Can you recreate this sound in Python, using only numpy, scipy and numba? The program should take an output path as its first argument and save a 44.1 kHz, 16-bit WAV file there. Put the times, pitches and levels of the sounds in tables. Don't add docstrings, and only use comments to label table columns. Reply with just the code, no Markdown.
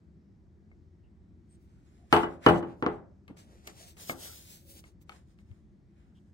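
import sys
import numpy as np
from scipy import signal
from scipy.io import wavfile
from scipy.ndimage import uniform_filter1d, map_coordinates
from numba import njit

SR = 44100
rng = np.random.default_rng(int(sys.argv[2]) if len(sys.argv) > 2 else 0)


def dump(signal):
    limited = np.clip(np.atleast_2d(signal).T, -1, 1)
    pcm = np.round(limited * 32767).astype(np.int16)
    wavfile.write(sys.argv[1], SR, pcm)


N = 279153
SIDES = np.array([[1], [-1]])


def undb(db):
    return 10 ** (np.asarray(db) / 20)


def read(table, hz):
    return np.interp(np.log(hz), np.log([f for f, _ in table]), [v for _, v in table])


@njit
def svf(x, hz, width):
    y, b, l = np.empty(len(x)), 0., 0.
    g, k = np.tan(np.pi * hz / SR), width / hz
    for i in range(len(x)):
        v = (b + g * (x[i] + 1e-18 - l)) / (1 + g * (g + k))
        b, l, y[i] = 2 * v - b, l + 2 * g * v, k * v
    return y


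def band(x, hz, width_hz):
    hz, width_hz = 1. * hz, 1. * width_hz
    return np.array([svf(svf(c, hz, width_hz), hz, width_hz) for c in x])


def pair(noise, alike):
    alike = np.clip(alike, -.99, .99)
    mid, side = np.sqrt(1 + alike) * noise[0], np.sqrt(1 - alike) * noise[1]
    return (mid + side * SIDES) / np.sqrt(2)


def walk(rate_hz):
    k = int(SR / rate_hz)
    steps = np.repeat(rng.standard_normal(N // k + 1), k)
    return 1.3 * uniform_filter1d(uniform_filter1d(steps, k), k)[:N]


# pitch_hz, level_db
BLOW = [(50, -33), (130, -13), (300, -0.5), (1100, 1), (2000, -6), (3000, 9.5), (4500, 1), (6500, 0.5),
        (9000, 3.5), (12000, 2.5), (15500, -6.5)]
# pitch_hz, level_db
WET = [(60, -3), (300, -4.5), (1100, 3.5), (2500, -4), (5000, -0.5), (9000, 3), (15000, -2.5)]
# delay_s, level_db
ECHOES = [(.0022, -3), (.0049, -8), (.0084, -10.5), (0.0129, -8.5)]
# pitch_hz, fade_60db_s
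ROOM = [(80, .45), (210, 0.57), (560, 0.38), (1470, 0.084), (2600, 0.29), (4500, 0.13), (8500, 0.24),
        (13000, .25)]
# pitch_hz, likeness (-1 to 1, no unit)
ROOM_ALIKE = [(60, 0.85), (130, 0.93), (290, 0.3), (640, 0.3), (1410, 0), (3100, -0.1), (6820, 1),
              (15000, 0.7)]


def click_in_room(colour, tick_db, room_db, tail_db, build_s, lag, pan_db):
    t = np.arange(SR * 3 // 4) / SR
    noise = rng.standard_normal((2, len(t)))
    click = np.zeros((2, len(t)))
    click[0, 0], click[1, int(lag)] = 1, 1
    echo = 0
    for delay_s, db in ECHOES:
        echo = echo + undb(db + room_db) * np.roll(click[::-1], int(delay_s * SR), axis=1)
    dull = bright = 0
    for hz in 45 * 2 ** np.arange(0, 8.6, .5):
        tail = (1 - np.exp(-t / build_s)) * undb(-60 * t / read(ROOM, hz) + tail_db + room_db)
        tail = tail * pair(noise, read(ROOM_ALIKE, hz)) * np.sqrt(1100 / hz / SR * 100)
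        wet = echo / (1 + hz / 2500) + tail
        gain = undb(read(BLOW, hz) + SIDES * pan_db / 2 * min(hz / 900, 1))
        part = band(click + undb(read(WET, hz)) * wet, hz, hz * (0.52 + hz / 60000))
        part = gain * part * SR / hz / 3
        if hz > 2200:
            bright = bright + undb(tick_db) * part
        else:
            dull = dull + undb(read(colour, hz)) * part
    return dull, bright


def ring_body(body, body_db, colour, lag, pan_db):
    t, sound = np.arange(SR * 3 // 4) / SR, 0
    for hz, db, t60 in body:
        shift = 2 * np.pi * hz * lag / SR * SIDES / 2
        gain = undb(db + body_db + read(colour, hz) + SIDES * pan_db / 4 - 60 * t / t60)
        sound = sound + gain * np.sin(2 * np.pi * hz * t + shift) * np.minimum(t * hz / 0.66, 1)
    return sound


# pitch_hz, level_db, fade_60db_s
COUNTER = [(86.1, -10, 0.19), (165.6, -7, 0.46), (209.8, -13.5, 0.62), (269, -10, 0.41), (340, 0, 0.36),
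           (424.4, 0.5, 0.28), (502, -15, 0.27), (615, -9, 0.4), (725, -13, 0.4), (770, -11.5, 0.4),
           (822, -9, 0.4), (885, -8, 0.22), (1020, -25.5, 0.25), (1338, -13, 0.19), (1450, -31.5, 0.073),
           (1617, -28.5, 0.36), (1770, -47.5, 0.52), (2000, -21, 0.31), (2106, -28, 0.26),
           (2175, -31, 0.29), (2415, -30, 0.24), (2616, -38, 0.3), (3000, -36.5, 0.49), (3000, -41.5, 0.27)]


def ring_counter(ring_db, colour, pan_db):
    t, sound = np.arange(SR * 3 // 4) / SR, 0
    for (hz, db, t60), (left, right, spot) in zip(COUNTER, rng.standard_normal((len(COUNTER), 3))):
        shift = .4 * left + np.array([[0], [right * min((hz / 650) ** 2, 2)]])
        grow = 1 - np.exp(-t * hz / 0.79)
        t60 = min(t60, .4 if hz < 450 else .26)
        pan = SIDES * pan_db / 2 * min(hz / 500, 1)
        gain = undb(db + 1.2 * spot + ring_db + read(colour, hz) + pan - 60 * t / t60)
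        sound = sound + gain * grow * np.sin(2 * np.pi * hz * t * (1 + .004 * left) + shift)
    return sound


def hits(table, body, body_db, ring_db, tail_db, build_s, contact_hz, lag, pan_db):
    out = np.zeros((2, N + SR))
    soften = signal.butter(4, contact_hz, fs=SR, output="sos")
    for s, blow_db, thud_db, tick_db, room_db in table:
        colour = [(300, thud_db), (1100, 0)]
        dull, bright = click_in_room(colour, tick_db, room_db, tail_db, build_s, lag, pan_db)
        dull = dull + ring_body(body, body_db, colour, lag, pan_db)
        dull = dull + ring_counter(ring_db + room_db, colour, pan_db)
        sound = signal.sosfilt(soften, dull) + bright
        at = int((s + .0007) * SR)
        out[:, at:at + sound.shape[1]] += undb(blow_db) * sound
    return out[:, :N]


# start_s, blow_db, thud_db, tick_db, room_db
KNOCKS = [
    (2.126, -8, -13.5, -8, 4),
    (2.164, -17, -13, -11.5, 5),
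    (2.232, -22, -10.5, -25, 2.5),
    (2.463, -5.5, -9, -14, 1),
    (2.487, -16.5, -3, -10.5, 4.5),
    (2.5, -27, -8, -7, -12),
    (2.557, -28.5, -8, -34, -13),
    (2.627, -36.5, 0, -17, 2.5),
    (2.683, -57.5, -5, -9, 9),
]
# start_s, blow_db, thud_db, tick_db, room_db
SETTLES = [
    (2.824, -22, -6.5, -14.5, 1.5),
    (2.863, -17.5, -6, -14, -2),
]
# pitch_hz, level_db, fade_60db_s
SLAB = [(309.6, 1, 0.066), (477, -6.5, 0.1), (1134, -8, 0.031), (1350, -16.5, 0.0099), (2960, -5.5, 0.11)]


def bottles():
    knocks = hits(KNOCKS, SLAB, body_db=1.0, ring_db=-10.0, tail_db=-1.0, build_s=0.0022,
                  contact_hz=1960, lag=8.5, pan_db=2.5)
    settles = hits(SETTLES, SLAB[:-1], body_db=0.5, ring_db=-11.5, tail_db=-1.5, build_s=0.0024,
                   contact_hz=1960, lag=8.5, pan_db=2.0)
    return knocks + signal.sosfilt(signal.butter(2, 6000, fs=SR, output="sos"), settles)


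# start_s, blow_db, thud_db, tick_db, room_db
TAPS = [
    (3.301, -64, 20.5, -14, 0.5),
    (3.674, -41.5, 0, 3, -4.5),
    (4.0953, -26.5, 0.5, -6, -5.5),
    (4.097, -25, -6.5, -24.5, -6),
]
# start_s, blow_db, thud_db, tick_db, room_db
TICKS = [(0.7143, -58, 1, -24, -13), (3.2791, -51.5, -9, 0, 4.5), (3.3696, -62, -2, 2.5, -8),
         (3.968, -56, -1, 1, 2.5), (4.8396, -50.5, -5, -4, -5), (5.0139, -71, -2, -3, -0.5),
         (5.3876, -63, -5, 0.5, -5), (5.5139, -65.5, 1, 1, -3.5)]
# pitch_hz, level_db, fade_60db_s
TUBE = [(690, -6, 0.042), (1208, -1.5, 0.011), (2150, 6, 0.063)]


def tube_taps():
    return hits(TAPS + TICKS, TUBE, body_db=-6.5, ring_db=-17.0, tail_db=-3.5, build_s=0.00053,
                contact_hz=1900, lag=11, pan_db=4.0)


# start_s, blow_db, thud_db, tick_db, room_db
CAP_CLICKS = [
    (5.0935, -41, -22, -1, -3),
    (5.119, -51, -12, -15, -1),
    (5.1245, -58, -12, 0, 1),
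]
# pitch_hz, level_db, fade_60db_s
CAP = [(824, -4, 0.068), (1290, 3.5, 0.023), (2190, 1, 0.023), (3100, -12.5, 0.057), (3610, -9.5, .02),
       (4400, -6, 0.01)]


def cap_clicks():
    return hits(CAP_CLICKS, CAP, body_db=-4, ring_db=-16, tail_db=0.5, build_s=0.0027,
                contact_hz=5000, lag=8.5, pan_db=5)


def friction_power(table, pan_db, layer_db, slope):
    t, power = np.arange(N) / SR, 0
    for s, rise_s, fall_s, db, pressure_db in table:
        away = np.where(t < s, (s - t) / rise_s, (t - s) / fall_s)
        fade_db = 20 * away ** 1.8
        power = power + undb(db + layer_db + slope * pressure_db - fade_db) ** 2
    return power * undb(SIDES * pan_db)


# fastest_s, rise_s, fall_s, level_db, pressure_db
STROKES = [(3.374, 0.011, .05, -65, 7.5), (3.395, .025, 0.075, -64, 8), (3.56, 0.18, 0.35, -74.5, 12),
           (3.674, 0.0066, .01, -49, -1), (3.69, 0.058, 0.041, -61, 10), (3.82, 0.13, 0.078, -59.5, 3),
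           (3.885, 0.035, 0.061, -59, -1), (3.94, .06, .06, -74, 10), (3.972, 0.0061, 0.097, -62.5, 7.5),
           (4.02, 0.059, .16, -56, -2.5), (4.105, .05, 0.042, -47.5, -3.5), (4.25, 0.1, 0.072, -52.5, -1.5),
           (4.34, 0.3, .22, -56.5, -3), (4.52, 0.074, 0.12, -57.5, -3), (4.71, 0.079, 0.11, -64, -6),
           (4.79, 0.085, 0.033, -62.5, -1.5), (4.87, 0.073, 0.063, -70.5, 4.5)]
# fastest_s, rise_s, fall_s, level_db, pressure_db
BRUSHES = [(1.545, .08, .04, -80, 9), (1.63, .05, 0.064, -85.5, -2), (1.98, 0.58, 0.38, -84.5, 14),
           (2.122, .02, .006, -64.5, 14.5), (2.455, 0.041, 0.03, -58.5, 20),
           (5.02, 0.017, 0.022, -73, -3.5), (5.13, 0.059, 0.11, -71.5, 13), (5.32, .09, 0.053, -82, 10.5),
           (5.4, 0.031, 0.05, -79.5, 10.5), (5.54, 0.16, 0.12, -84.5, 14), (6.0, 0.13, 0.18, -88, 19.5),
           (6.17, 0.038, 0.074, -83.5, 10.5), (6.29, 0.096, .1, -91, 13.5)]
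# fastest_s, rise_s, fall_s, level_db, pressure_db
SLIDES = [(2.23, 0.11, 0.039, -61, 17), (2.33, 0.087, 0.07, -77, 18), (2.579, 0.15, 0.033, -62, 9),
          (2.7, 0.088, 0.083, -79, 23), (2.81, .06, .04, -78, 2), (2.93, 0.039, 0.074, -81.5, 17.5)]


def rub(grain_db, lag, sway):
    # low_hz, high_hz, level_db at no pressure, dB per dB of pressure
    layers = [(2600, 10100, 0, 0),
              (380, 850, -9, 0.65),
              (850, 2600, -14, 1.1),
              (10100, 17000, -2.5, -1.5)]
    slips = undb(grain_db * np.minimum(rng.exponential(size=N), 5))
    place = np.arange(N) + lag + sway * walk(3)
    out = 0
    for low_hz, high_hz, layer_db, slope in layers:
        grains = pair(slips * rng.standard_normal((2, N)), .7)
        grains[0] = map_coordinates(grains[0], [place], order=3, mode="wrap")
        layer = signal.sosfilt(signal.butter(2, (low_hz, high_hz), "band", fs=SR, output="sos"), grains)
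        power = friction_power(STROKES, 1, layer_db, slope)
        power = power + friction_power(BRUSHES + SLIDES, -0.85, layer_db, slope)
        out = out + np.sqrt(power) * layer / layer.std()
    return out * undb(1.5 * walk(33) - 2.0)


# start_s, length_s, pitch_hz, width_hz, level_db
SQUEAKS = [(1.025, 0.06, 2780, 300, -88), (1.485, 0.085, 8400, 400, -76.5), (1.86, 0.054, 6900, 740, -89),
           (1.726, 0.11, 1430, 120, -88), (1.97, .12, 690, 130, -78), (3.777, 0.11, 670, 44, -69.5),
           (4.599, .24, 550, 43, -76), (4.22, 0.15, 1370, 250, -69.5), (3.292, .03, 230, 170, -50),
           (4.09, .028, 210, 160, -47), (4.2, 0.089, 584, 200, -66), (3.45, 0.15, 560, 250, -72),
           (5.49, 0.049, 82, 31, -49), (6.145, 0.054, 3140, 520, -80)]


def squeaks():
    out = np.zeros((2, N))
    for s, length_s, hz, width_hz, db in SQUEAKS:
        at, n = int(s * SR), int(length_s * SR)
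        tone = band(pair(rng.standard_normal((2, SR // 4)), 0.91), hz, width_hz)[:, -n:]
        out[:, at:at + n] += undb(db) * tone / tone.std() * np.sqrt(np.hanning(n))
    return out


# pitch_hz, level_db (per Hz)
HUM = [(13, -51), (22, -18), (37, -7), (81, 0), (119, -10), (207, -6), (245, -19.5), (361, -11), (392, -36),
       (594, -29.5), (1030, -39), (1900, -40.5), (2650, -50), (5450, -51), (16500, -68)]
# pitch_hz, likeness (0 to 1, no unit)
HUM_ALIKE = [(60, 0.6), (130, 1), (290, 0.9), (640, 0.2), (1410, 0), (3100, 0.49), (6820, 0.64),
             (15000, 0.07)]


def hum(level_db, pan_db):
    out, swell = 0, walk(0.27)
    for hz in 25 * 2 ** np.arange(0, 9.4, 1 / 4):
        noise = band(pair(rng.standard_normal((2, N)), read(HUM_ALIKE, hz)), hz, hz * 0.25)
        out = out + undb(read(HUM, hz) + .4 * swell + 1.2 * walk(6)) * noise
    return out * undb(level_db + pan_db / 2 * SIDES) / out.std()


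def scene():
    hand = tube_taps() + cap_clicks() + rub(grain_db=3.0, lag=22, sway=2.8) + squeaks()
    return bottles() + hand + hum(level_db=-62, pan_db=1.)


@njit
def limit(x, top, ratio, attack, release):
    y, e = np.empty_like(x), 0.
    for i in range(x.shape[1]):
        a = max(abs(x[0, i]), abs(x[1, i]))
        e += (a - e) * (attack if a > e else release)
        y[:, i] = x[:, i] * (min(1., top / (e + 1e-9)) ** (1 - 1 / ratio))
    return y


def roll_off(x):
    return signal.sosfilt(signal.butter(12, 16950, fs=SR, output="sos"), x)


def record(dry):
    held = np.tanh(1.369 * limit(dry, 0.29, 2.4, .02, .0006)) / 0.74
    held = signal.sosfilt(signal.butter(3, 44, "high", fs=SR, output="sos"), held)
    for edges_hz in [(9950, 10500), (13350, 14300)]:
        held = signal.sosfilt(signal.cheby2(3, 32, edges_hz, "bandstop", fs=SR, output="sos"), held)
    mix = held * .02 + signal.sosfilt(signal.ellip(8, .3, 60, 15750, fs=SR, output="sos"), held)
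    return roll_off(mix)


dry = scene()
out = record(dry)
dump(out)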